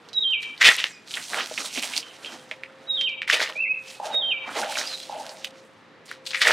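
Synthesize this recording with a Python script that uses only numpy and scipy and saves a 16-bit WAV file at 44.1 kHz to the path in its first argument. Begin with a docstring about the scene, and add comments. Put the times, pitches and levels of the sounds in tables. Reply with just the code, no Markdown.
"""Potting soil by hand

Hands dig dry soil out of a plastic bag (ticks and hiss ring a bank of bands) and drop it into thin plastic
pots on a deck (crumbs ring wall and hollow); single crumbs snap and bumped pots boom.
A songbird whistles falling three-step phrases and a warble, others chirp, a far motor whines (gliding near
sines), a far hammer knocks wood; scattered reflections echo all but the motor, over distant traffic and leaves."""
import sys
import numpy as np
from scipy import signal
from scipy.io import wavfile
from scipy.ndimage import uniform_filter1d, map_coordinates

SR = 44100
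rng = np.random.default_rng(int(sys.argv[2]) if len(sys.argv) > 2 else 0)


def master_out(mix):
    """Clip the mix to full scale and print it as 16-bit PCM to the path in sys.argv[1]."""
    frames = np.transpose(np.atleast_2d(mix))
    ceiling = np.clip(frames, -1, 1)
    pcm = np.round(ceiling * 32767).astype(np.int16)
    wavfile.write(sys.argv[1], SR, pcm)


N = 287532


def undb(db):
    """dB to gain."""
    return 10 ** (np.asarray(db) / 20)


def level(x, rms_db):
    """Set the rms."""
    return x * undb(rms_db) / np.sqrt(np.mean(x ** 2))


def ring(x, hz, width_hz):
    """One resonance, gain 1 at its centre."""
    return signal.lfilter(*signal.iirpeak(hz, hz / width_hz, fs=SR), x)


def ring_twice(x, hz, width_hz):
    """The same resonance in series: steeper skirts."""
    return ring(ring(x, hz, width_hz), hz, width_hz)


def modes(x, table):
    """A body that rings at several resonances."""
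    return sum(undb(db) * ring(x, hz, width_hz) for hz, width_hz, db in table)


def colour_db(spectrum, hz):
    """Read a spectrum at hz, linear in dB over log frequency."""
    points = np.array(spectrum, float)
    return np.interp(np.log(hz), np.log(points[:, 0]), points[:, 1])


def walk(rate_hz):
    """Random levels, one every 1 / rate_hz s, joined by straight slopes; spread near 1."""
    hold = int(SR / rate_hz)
    steps = np.repeat(rng.standard_normal(N // hold + 1), hold)
    return uniform_filter1d(steps, hold)[:N]


def grains(rate_hz, spread_db):
    """Random ticks, most small and a few large; rms 1."""
    hit = rng.random(N) < rate_hz / SR
    size = undb(spread_db * np.minimum(rng.exponential(size=N), 3.5))
    return level(hit * size * rng.standard_normal(N), 0)


def crumble(spectrum, tilt_db, rate_hz, spread_db, hiss_db, shared, clump_db):
    """Half-octave bands rung by common and own ticks over a sliding hiss; all come in clumps."""
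    common, clumps, out = grains(rate_hz, spread_db), walk(45), 0
    for hz in 250 * 2 ** np.arange(0, 6, .5):
        hiss = undb(hiss_db) * rng.standard_normal(N)
        ticks = shared * common + grains(rate_hz, spread_db) + hiss
        band = ring_twice(ticks, hz, hz * 0.53)
        # tilt: full below 1.5 kHz, none above 5 kHz
        low = np.clip(np.log(5000 / hz) / np.log(5000 / 1500), 0, 1)
        band_db = colour_db(spectrum, hz) + low * tilt_db + clump_db * clumps + 4.67 * walk(22)
        out = out + band * undb(band_db)
    return out


STROKE_DROP_DB = -20  # reached one swell before and one fade after the peak
STROKE_ROUND = 1.25  # above 1 the peak is rounder and the ends steeper


def strokes(table):
    """Each stroke swells and fades by STROKE_DROP_DB in its times; the loudest sets the colour."""
    step = 64
    t = np.arange(0, N + step, step) / SR
    s, db, swell_s, fade_s, colour = np.array(table, float).T[:, :, None]
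    away = np.maximum((s - t) / swell_s, (t - s) / fade_s)
    power = undb(2 * (db + STROKE_DROP_DB * away ** STROKE_ROUND)) + 1e-18
    total = power.sum(axis=0)
    mean_colour = (power * colour).sum(axis=0) / total
    return [np.interp(np.arange(N) / SR, t, v) for v in (np.sqrt(total), mean_colour)]


def blows(table, contact_s, boost_db):
    """A short smooth push for each (time [s], level [dB]) row."""
    ticks = np.zeros(N)
    for s, db in table:
        ticks[int(s * SR)] = undb(db + boost_db)
    return np.convolve(ticks, np.hanning(int(contact_s * SR) + 2))[:N]


def curves(tables, fade_s):
    """Columns of (time [s], value, ..) tables per sample, and a gate open inside each table."""
    t = np.arange(N) / SR
    rows = np.concatenate([np.array(rows, float) for rows in tables])
    gate = sum(np.clip(np.minimum(t - rows[0][0], rows[-1][0] - t) / fade_s + 1, 0, 1) for rows in tables)
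    return [np.interp(t, rows[:, 0], column) for column in rows.T[1:]] + [np.minimum(gate, 1)]


def whistle(tables, fade_s, octave_db):
    """A near sine on a gliding pitch, from (time [s], pitch [Hz], rms level [dB]) tables."""
    hz, db, gate = curves(tables, fade_s)
    phase = 2 * np.pi * np.cumsum(uniform_filter1d(hz, size=330)) / SR
    tone = np.sin(phase) + undb(octave_db) * np.sin(2 * phase)
    return np.sqrt(2) * gate * undb(db) * tone


def stereo(x, pan_db):
    """Place a sound by its left minus right level."""
    return x * undb(np.multiply.outer([.5, -.5], pan_db + np.zeros(N)))


def delayed(x, s, db):
    """One reflection."""
    return undb(db) * np.concatenate([np.zeros(int(s * SR)), x])[:N]


def echoes(x, t60_s, db, gap_s, likeness, patchy_db):
    """Scattered reflections after a gap, partly different left and right."""
    t = np.arange(SR) / SR
    noise = rng.standard_normal((3, SR))
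    tail = noise[0] * np.sqrt(np.clip(likeness, 0, 1)) + noise[1:] * np.sqrt(np.clip(1 - likeness, 0, 1))
    tail = tail * undb(-60 * t / t60_s + patchy_db * walk(57.0)[:SR]) * (t > gap_s)
    tail = tail * undb(db) / np.sqrt(np.sum(tail ** 2) / 2)
    return signal.fftconvolve(np.broadcast_to(x, (2, N)), tail, axes=1)[:, :N]


# hand strokes in the bag: (peak time [s], relative level [dB], swell [s], fade [s],
# low rustle of the slack sheet against the high [dB])
DIG_STROKES = [(.126, -58.5, 0.35, .02, 11), (.208, -55, 0.051, .07, 3), (.308, -50, 0.0145, 0.027, -1),
               (.428, -33, 0.021, 0.022, -20.5), (.46, -52, 0.034, 0.26, 2),
               (1.106, -35.5, 0.043, 0.29, -16), (1.17, -35.5, 0.059, 0.22, 4.5),
               (1.286, -37.5, 0.19, 0.19, -32.5), (1.35, -29.5, 0.13, 0.24, 5.5),
               (1.5, -33, 0.17, 0.35, -13.5), (1.582, -30, .012, 0.18, -1.5),
               (1.745, -30.5, 0.048, 0.12, -17.5), (1.778, -27, 0.042, 0.058, -1.5),
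               (1.826, -26, .014, 0.17, -9), (1.9, -35.5, 0.036, 0.23, -5),
               (1.976, -22.5, 0.052, 0.037, -15), (2.07, -49.5, 0.16, 0.37, 5.5),
               (2.264, -40.5, 0.077, .3, 1.5), (2.522, -55.5, .1, 0.05, 7.5), (2.9, -61, 1, 0.3, 13),
               (3.0, -50, 0.091, 0.067, 4.5), (3.918, -36.5, 0.11, .12, -11.5),
               (4.056, -36.5, 0.035, 0.071, 2), (4.148, -44, 0.1, 0.016, 9), (4.2, -61.5, 0.24, 0.34, 20),
               (4.51, -49, 0.11, 0.062, 18.5), (4.58, -28.5, 0.067, 0.15, 3.5),
               (4.724, -31, 0.079, 0.039, -3), (4.774, -25.5, 0.057, 0.097, -9),
               (4.81, -33, 0.077, 0.46, -4), (5.0, -36, 0.28, 0.094, -22), (5.2, -39.5, 0.11, 0.42, -2),
               (5.446, -28, 0.0048, 0.017, -15), (5.54, -59.5, 0.049, 0.15, 14),
               (6.058, -42.5, 0.0048, 0.038, -13.5), (6.11, -45.5, 0.05, 0.092, -10),
               (6.268, -33.5, 0.019, .06, -29.5)]
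# bag rustle spectrum: (frequency [Hz], relative density [dB per Hz])
BAG_SPECTRUM = [(120, -41), (200, 6.5), (400, -13.5), (631, 3.5), (830, -7.5), (961, -6), (1150, 3),
                (1920, -7.5), (2480, 0), (8130, -10.5), (15700, -48)]


def bag():
    """The plastic sheet crackles and soil slides over it; single grains stand out."""
    effort, low_db = strokes(DIG_STROKES)
    rustle = crumble(BAG_SPECTRUM, low_db + 1.5, rate_hz=1100., spread_db=1.0, hiss_db=0.5,
                     shared=0.54, clump_db=1.5)
    crackle = level(ring_twice(grains(250., 3.), 3500, 4000), -9.)
    return stereo((level(rustle, 5.34) + crackle) * effort, -2.76)


# soil clumps falling into a pot: (peak time [s], relative level [dB], swell [s], fade [s],
# hollow thud gain [dB])
POUR_STROKES = [(.614, -17.5, 0.008, 0.22, -23), (.684, -12, 0.067, 0.051, -16),
                (.79, -30, 0.036, 0.085, -15), (.84, -27.5, 0.0069, .04, -16),
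                (.87, -47.5, .04, 0.034, -30), (3.279, -26.5, 0.0064, 0.045, -40),
                (3.298, -23.5, 0.0083, 0.049, -44), (3.33, -22.5, 0.015, 0.17, -9),
                (3.4, -22.5, .015, 0.094, -8), (3.496, -37, .1, 0.095, -7.5), (6.085, -47, .01, 0.11, -24),
                (6.31, -36.5, 0.0066, 0.023, -12), (6.345, -33.5, .02, 0.45, -37),
                (6.418, -18, 0.011, 0.078, -19.5), (6.465, -19, 0.056, 0.54, -10.5),
                (6.51, -23, 0.055, .1, -1)]
# soil patter spectrum: (frequency [Hz], relative density [dB per Hz])
SOIL_SPECTRUM = [(530, -28), (900, -23.5), (1080, -26), (1170, -22), (1870, 9.5), (2150, -16.5),
                 (3010, -0.5), (9050, -24), (15700, -59)]
# pot wall resonances: (centre [Hz], width [Hz], relative gain [dB])
POT_WALL = [(1915, 42, 9.5), (1822, 32, 8.5), (2196, 40, -7), (3370, 110, -31), (3490, 84, 4)]
# resonances of the air in the pot, also for bumps(): (centre [Hz], width [Hz], relative gain [dB])
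POT_AIR = [(508, 67, -4.5), (627, 59, -1), (800, 240, -7)]


def pour():
    """Crumbs patter on the pot wall and ring it; clods thud in the hollow."""
    flow, thud_db = strokes(POUR_STROKES)
    patter = crumble(SOIL_SPECTRUM, 0, rate_hz=1500., spread_db=3.5, hiss_db=-7.0, shared=0.11, clump_db=3.5)
    wall = level(modes(grains(350., 5.), POT_WALL), -7.0)
    thud = level(modes(grains(400., 1.6), POT_AIR), 0) * undb(thud_db)
    return stereo((level(patter, 0.69) + wall + thud) * flow, -0.48)


# snapping crumbs and creases: (time [s], click peak [dB], centre [Hz],
# treble crack against the click before a 4.5 dB cut [dB], rattle against the click [dB])
SNAP_ROWS = [(0.088, -32, 4300, -36, -2), (0.1311, -30.5, 4180, -34, 4.5), (0.428, -27.5, 2574, -24, 12.5),
             (.5782, -29, 4640, -18, -9), (0.6118, -21, 1970, -20, 8), (.674, 0, 3080, -26, -6),
             (0.687, -5, 2330, -15, -19), (0.715, -11, 1620, -22, 0), (0.766, -21, 3530, 16, -18),
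             (0.7847, -17.5, 3030, -21, -10), (0.8038, -20, 1860, -17, -10), (0.8412, -1, 2290, -41.5, -11),
             (1.1092, -21.5, 3200, -22, -1), (1.1398, -18, 3250, -19, 4.5), (1.1713, -17, 1930, -19, 4),
             (1.3336, -15, 1640, -20, -14), (1.3444, -11.5, 2000, -23, -14), (1.3916, -23, 1730, -17, 6),
             (1.407, -14, 2540, -25, -1), (1.577, -16.5, 2470, -21, 6.5), (1.6464, -29, 1320, -23, 0),
             (1.758, -21, 2670, -22, 5), (1.7757, -15.5, 2500, -22, 1), (1.826, -17, 2560, 6, -4),
             (1.8341, -13.5, 2680, -20, -1), (1.936, -17, 2760, -14, 2), (1.965, -14, 3600, -13, -1),
             (1.9775, -8, 4600, 5, -12), (2.0288, -25.5, 2800, -21, -1), (2.2472, -24, 2900, -19, 0),
             (2.26, -22.5, 3040, -20, 1), (2.513, -15.5, 2310, -39, 0.5), (2.6352, -18.5, 2270, -44, -4.5),
             (3.0117, -12.5, 2995, -41, -1.5), (3.0927, -31.5, 3100, -22, 5.5),
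             (3.2186, -11, 2280, -34, -2.5), (3.2304, -20, 2370, -37, -8), (3.277, -19, 2030, -25, 6),
             (3.291, -17, 1730, -28, -12), (3.2995, -1, 1830, -40, -1), (3.331, -6, 2690, -27, 4),
             (3.403, -8.5, 1860, -31, -13), (3.418, -14, 3800, -12, -4), (3.4273, -14, 3500, -26, -4),
             (3.4965, -23.5, 1270, -25.5, 6), (3.524, -25.5, 2823, -23, -14),
             (4.4917, -24.5, 1370, -27, -6), (4.6304, -19, 1510, -24, 11), (4.724, -26, 1380, -14, -11),
             (4.7553, -18.5, 2430, -17, 3), (4.772, -16.5, 1500, -13, 2), (4.786, -13.5, 4000, -17, -12),
             (4.814, -17, 1940, -22, -11), (4.875, -18, 4500, -14, -15), (5.293, -25, 4280, -21, -0.5),
             (5.446, -13, 2880, -2, -5.5), (5.557, -37, 2040, -19.5, -11), (6.114, -23.5, 1760, 1, 2),
             (6.2546, -33, 4140, -20, -2), (6.2646, -23.5, 3900, -20, 5), (6.307, -21.5, 3660, -19, -3),
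             (6.334, -18.5, 2240, -23, -2), (6.346, -11, 2160, -31, 6), (6.3674, -20, 2300, -26, -2),
             (6.3916, -27, 1880, -10, -2), (6.4167, -5.5, 1920, -23, 3), (6.451, -10, 2000, -18, 8),
             (6.4711, 0.5, 1870, -24, -3), (6.4834, -8.5, 1750, -18, 9), (6.5077, -5.5, 1580, -19, -2)]
# where the hands are: (time [s], left minus right [dB])
HAND_PAN = [(0, -7), (.8, 0), (1.35, -2), (1.7, -5.5), (2.3, -2.5), (3.4, -1), (4.7, -2.5), (6.0, -5),
            (6.3, 8.5), (6.5, -3)]


def snaps():
    """A broad click coloured by its own pitch, with a treble crack and a short rattle."""
    size = 4096
    out, t = np.zeros((2, N + size)), np.arange(size) / SR
    noise = rng.standard_normal((len(SNAP_ROWS), 3, size))
    for (s, db, hz, crack_db, rattle_db), (break_up, grit, shake) in zip(SNAP_ROWS, noise):
        push = np.exp(-t / 0.000073) + .5 * break_up * np.exp(-t / 0.00035)
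        click = ring_twice(push, hz, 0.48 * hz) + 0.27 * ring(push, hz, 0.053 * hz)
        crack = ring_twice(grit, 8000, 7000) * np.exp(-t / 0.00035) * undb(crack_db - 4.5)
        rattle = ring_twice(shake, hz, 0.5 * hz) * np.exp(-t / 0.011) * undb(rattle_db)
        sound = click / np.max(np.abs(click)) + crack + rattle
        start, pan_db = int(s * SR), np.interp(s, *np.array(HAND_PAN).T)
        out[:, start:start + size] += np.outer(undb([db + pan_db / 2, db - pan_db / 2]), sound)
    return out[:, :N]


# a hand bumps a pot: (time [s], relative level [dB])
BUMP_ROWS = [(1.171, -30), (1.333, -31), (1.512, -15.5), (1.578, -41), (1.645, -26.5), (1.761, -33),
             (2.514, -24), (3.333, -18), (3.557, -25.5), (4.143, -14.5), (6.415, -26)]


def bumps():
    """The air in the pot booms briefly after a soft, round push."""
    push = blows(BUMP_ROWS, contact_s=0.0011, boost_db=8.3)
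    return modes(modes(push, POT_AIR), POT_AIR)


# each singing: (start [s], gain [dB], lift of the first pitch [Hz], extra gain of the first step [dB],
# extra gain of the last step [dB])
SONG_STARTS = [(0.134, 0, 60, -0.5, -0.5), (2.873, -3, -1, 2, -1.5), (4.116, -3, -71, 2, 1.5)]
# falling three-step phrase: (time after its start [s], level before the song gains [dB])
PHRASE_LEVELS = [(0, -45.5), (0.034, -21), (.091, -30.5), (0.11, -25), (.14, -23.5), (0.187, -21),
                 (.207, -24.5), (0.223, -29.5), (.275, -31.5), (.3, -43)]
# pitch at the phrase times, before the lift: [Hz]
PHRASE_PITCH_HZ = [3860, 3800, 3700, 3180, 3160, 3145, 2500, 2345, 2315, 2325]
# warbled call with a dip: (time [s], pitch [Hz], level [dB])
WARBLE_CALL = [(3.557, 2330, -35.5), (3.598, 2613, -27), (3.62, 2717, -24), (3.639, 2610, -24),
               (3.65, 2390, -31), (3.661, 2028, -34), (3.69, 2546, -30), (3.712, 2543, -23),
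               (3.762, 2685, -44.5)]


def songbird():
    """The same phrase, begun higher or lower, outer steps stronger or weaker; once a warble."""
    s, db = np.array(PHRASE_LEVELS, float).T
    first, last = s <= s[2], s >= s[6]
    calls = [np.array(WARBLE_CALL)]
    for start, gain_db, lift_hz, first_db, last_db in SONG_STARTS:
        hz = PHRASE_PITCH_HZ + lift_hz * np.clip(1 - s / s[3], 0, 1)
        calls.append(np.c_[start + s, hz, db + gain_db + first * first_db + last * last_db])
    return whistle(sorted(calls, key=lambda rows: rows[0][0]), fade_s=0.0054, octave_db=-48)


# faint notes of further birds: (time [s], length [s], first pitch [Hz], last pitch [Hz],
# peak level before the waver and 2 dB cut [dB], octave against the note [dB])
CHIRP_NOTES = [(0.888, .05, 7700, 5370, -47.5, -40), (0.913, 0.103, 2400, 2424, -50, -7),
               (2.033, 0.076, 3050, 2940, -46, -40), (2.26, 0.046, 3100, 3020, -42, -42),
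               (4.862, 0.025, 4600, 5020, -32.5, -40), (4.894, 0.034, 4130, 4000, -32.5, -40),
               (4.93, 0.028, 4040, 3750, -32, -39), (4.998, 0.069, 3260, 3390, -45.5, -45)]
CHIRP_RISE_DB, CHIRP_FADE_DB, CHIRP_SWELL_S = -6, -10, 0.02  # start, end against the peak; longest swell


def chirps():
    """Each note swells quickly, glides most of its way by 0.6 of its length and dies away; levels waver."""
    out = 0
    for s, length_s, hz0, hz1, db, octave_db in CHIRP_NOTES:
        note = [(s, hz0, db + CHIRP_RISE_DB),
                (s + min(CHIRP_SWELL_S, length_s / 3), .8 * hz0 + 0.25 * hz1, db),
                (s + .6 * length_s, .2 * hz0 + .8 * hz1, db + CHIRP_FADE_DB / 3),
                (s + length_s, hz1, db + CHIRP_FADE_DB)]
        out = out + whistle([note], 0.0027, octave_db)
    return out * undb(-2 + 3 * walk(120))


def echoed_birds():
    """Direct song, one close wall reflection and a wavering, pitch-smeared tail."""
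    birds = songbird() + chirps()
    # on a glide, song and wall reflection beat
    sung = stereo(birds, -4.0) + stereo(delayed(birds, .011, -4.5), -1.)
    # moving air smears the pitch
    drift = 1.5 * uniform_filter1d(walk(60), size=400)
    blurred = map_coordinates(birds, [np.arange(N) + drift], order=1)
    tail = echoes(blurred, t60_s=0.55, db=-5.0, gap_s=0.0078, likeness=0.89, patchy_db=2.0)
    # moving leaves make the tail waver
    return sung + tail * undb(3.2 * walk(70))


# runs of the far motor: (time [s], pitch [Hz], level before flicker [dB])
MOTOR_RUNS = [
    [(0, 482, -63.5), (.3, 455, -61.5), (.58, 442, -68)],
    [(2.0, 462, -57), (2.2, 548, -58.5), (2.4, 510, -60), (2.67, 532, -53), (3.3, 528, -56.5),
     (3.9, 530, -55.5), (4.5, 532, -53), (5.1, 527, -53), (5.5, 532, -53), (6.0, 526, -60.5),
     (6.52, 526, -48)],
]


def motor():
    """A far motor whines on a wandering pitch with a flickering level."""
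    return whistle(MOTOR_RUNS, fade_s=.1, octave_db=-30) * undb(2.2 * walk(14))


# far hammer blows: (time [s], relative level [dB])
KNOCK_ROWS = [(3.999, -19), (4.556, -23), (4.591, -19), (5.095, -20.5)]
# struck wood, high mode then low, each applied twice: (centre [Hz], width [Hz], gain per pass [dB])
BOARD_MODES = [(834, 167, -3), (642, 166, -6.5)]


def hammer():
    """Dull blows on wood with a long train of echoes; the low mode hangs on longest."""
    push = blows(KNOCK_ROWS, contact_s=0.00095, boost_db=20.9)
    high, low = (modes(modes(push, [mode]), [mode]) for mode in BOARD_MODES)
    early = echoes(high, t60_s=0.72, db=5.5, gap_s=0.012, likeness=0.97, patchy_db=3.5)
    late = echoes(low, t60_s=0.97, db=9.0, gap_s=.05, likeness=0.94, patchy_db=3.0)
    return high + low + early + late


# background spectrum: (frequency [Hz], relative density [dB per Hz])
GARDEN_SPECTRUM = [(18, -86), (30, -100), (114, -13.5), (412, -11), (535, -13), (659, -18.5), (903, -15),
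                   (1370, -18), (1610, -14.5), (3090, -28), (3520, -26.5), (15700, -70)]
GARDEN_RMS_DB = -52.5


def garden():
    """Distant traffic and leaves: half-octave bands that swell together and flicker alone."""
    out, swell = 0, walk(0.55)
    for hz in 40 * 2 ** np.arange(0, 8.6, .5):
        mid, side = ring_twice(rng.standard_normal((2, N)), hz, hz * 0.47)
        db = colour_db(GARDEN_SPECTRUM, hz) + 0.71 * swell + 1.3 * walk(7.7)
        out = out + undb(db) * (mid + 0.31 * side * np.array([[1], [-1]]))
    return level(out, GARDEN_RMS_DB)


def scene():
    """Near hands and pots are almost dry; the birds come with strong echoes."""
    near = bag() + pour() + snaps() + bumps()
    # small light things give no bass
    near = signal.sosfilt(signal.butter(3, 230, "high", fs=SR, output="sos"), near)
    deck = echoes(near.mean(axis=0), t60_s=0.2, db=-14.0, gap_s=0.0028, likeness=0.96, patchy_db=15.5)
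    return near + deck + echoed_birds() + motor() + hammer() + garden()


TOP_HZ = 15800


def record(dry):
    """The camera rounds the loudest peaks and cuts the deep bass and the top."""
    rounded = .85 * np.tanh(dry / .85)
    thin = signal.sosfilt(signal.butter(2, 70, "high", fs=SR, output="sos"), rounded)
    return signal.sosfilt(signal.ellip(10, .2, 80, TOP_HZ, fs=SR, output="sos"), thin)


dry = scene()
out = record(dry)
master_out(out)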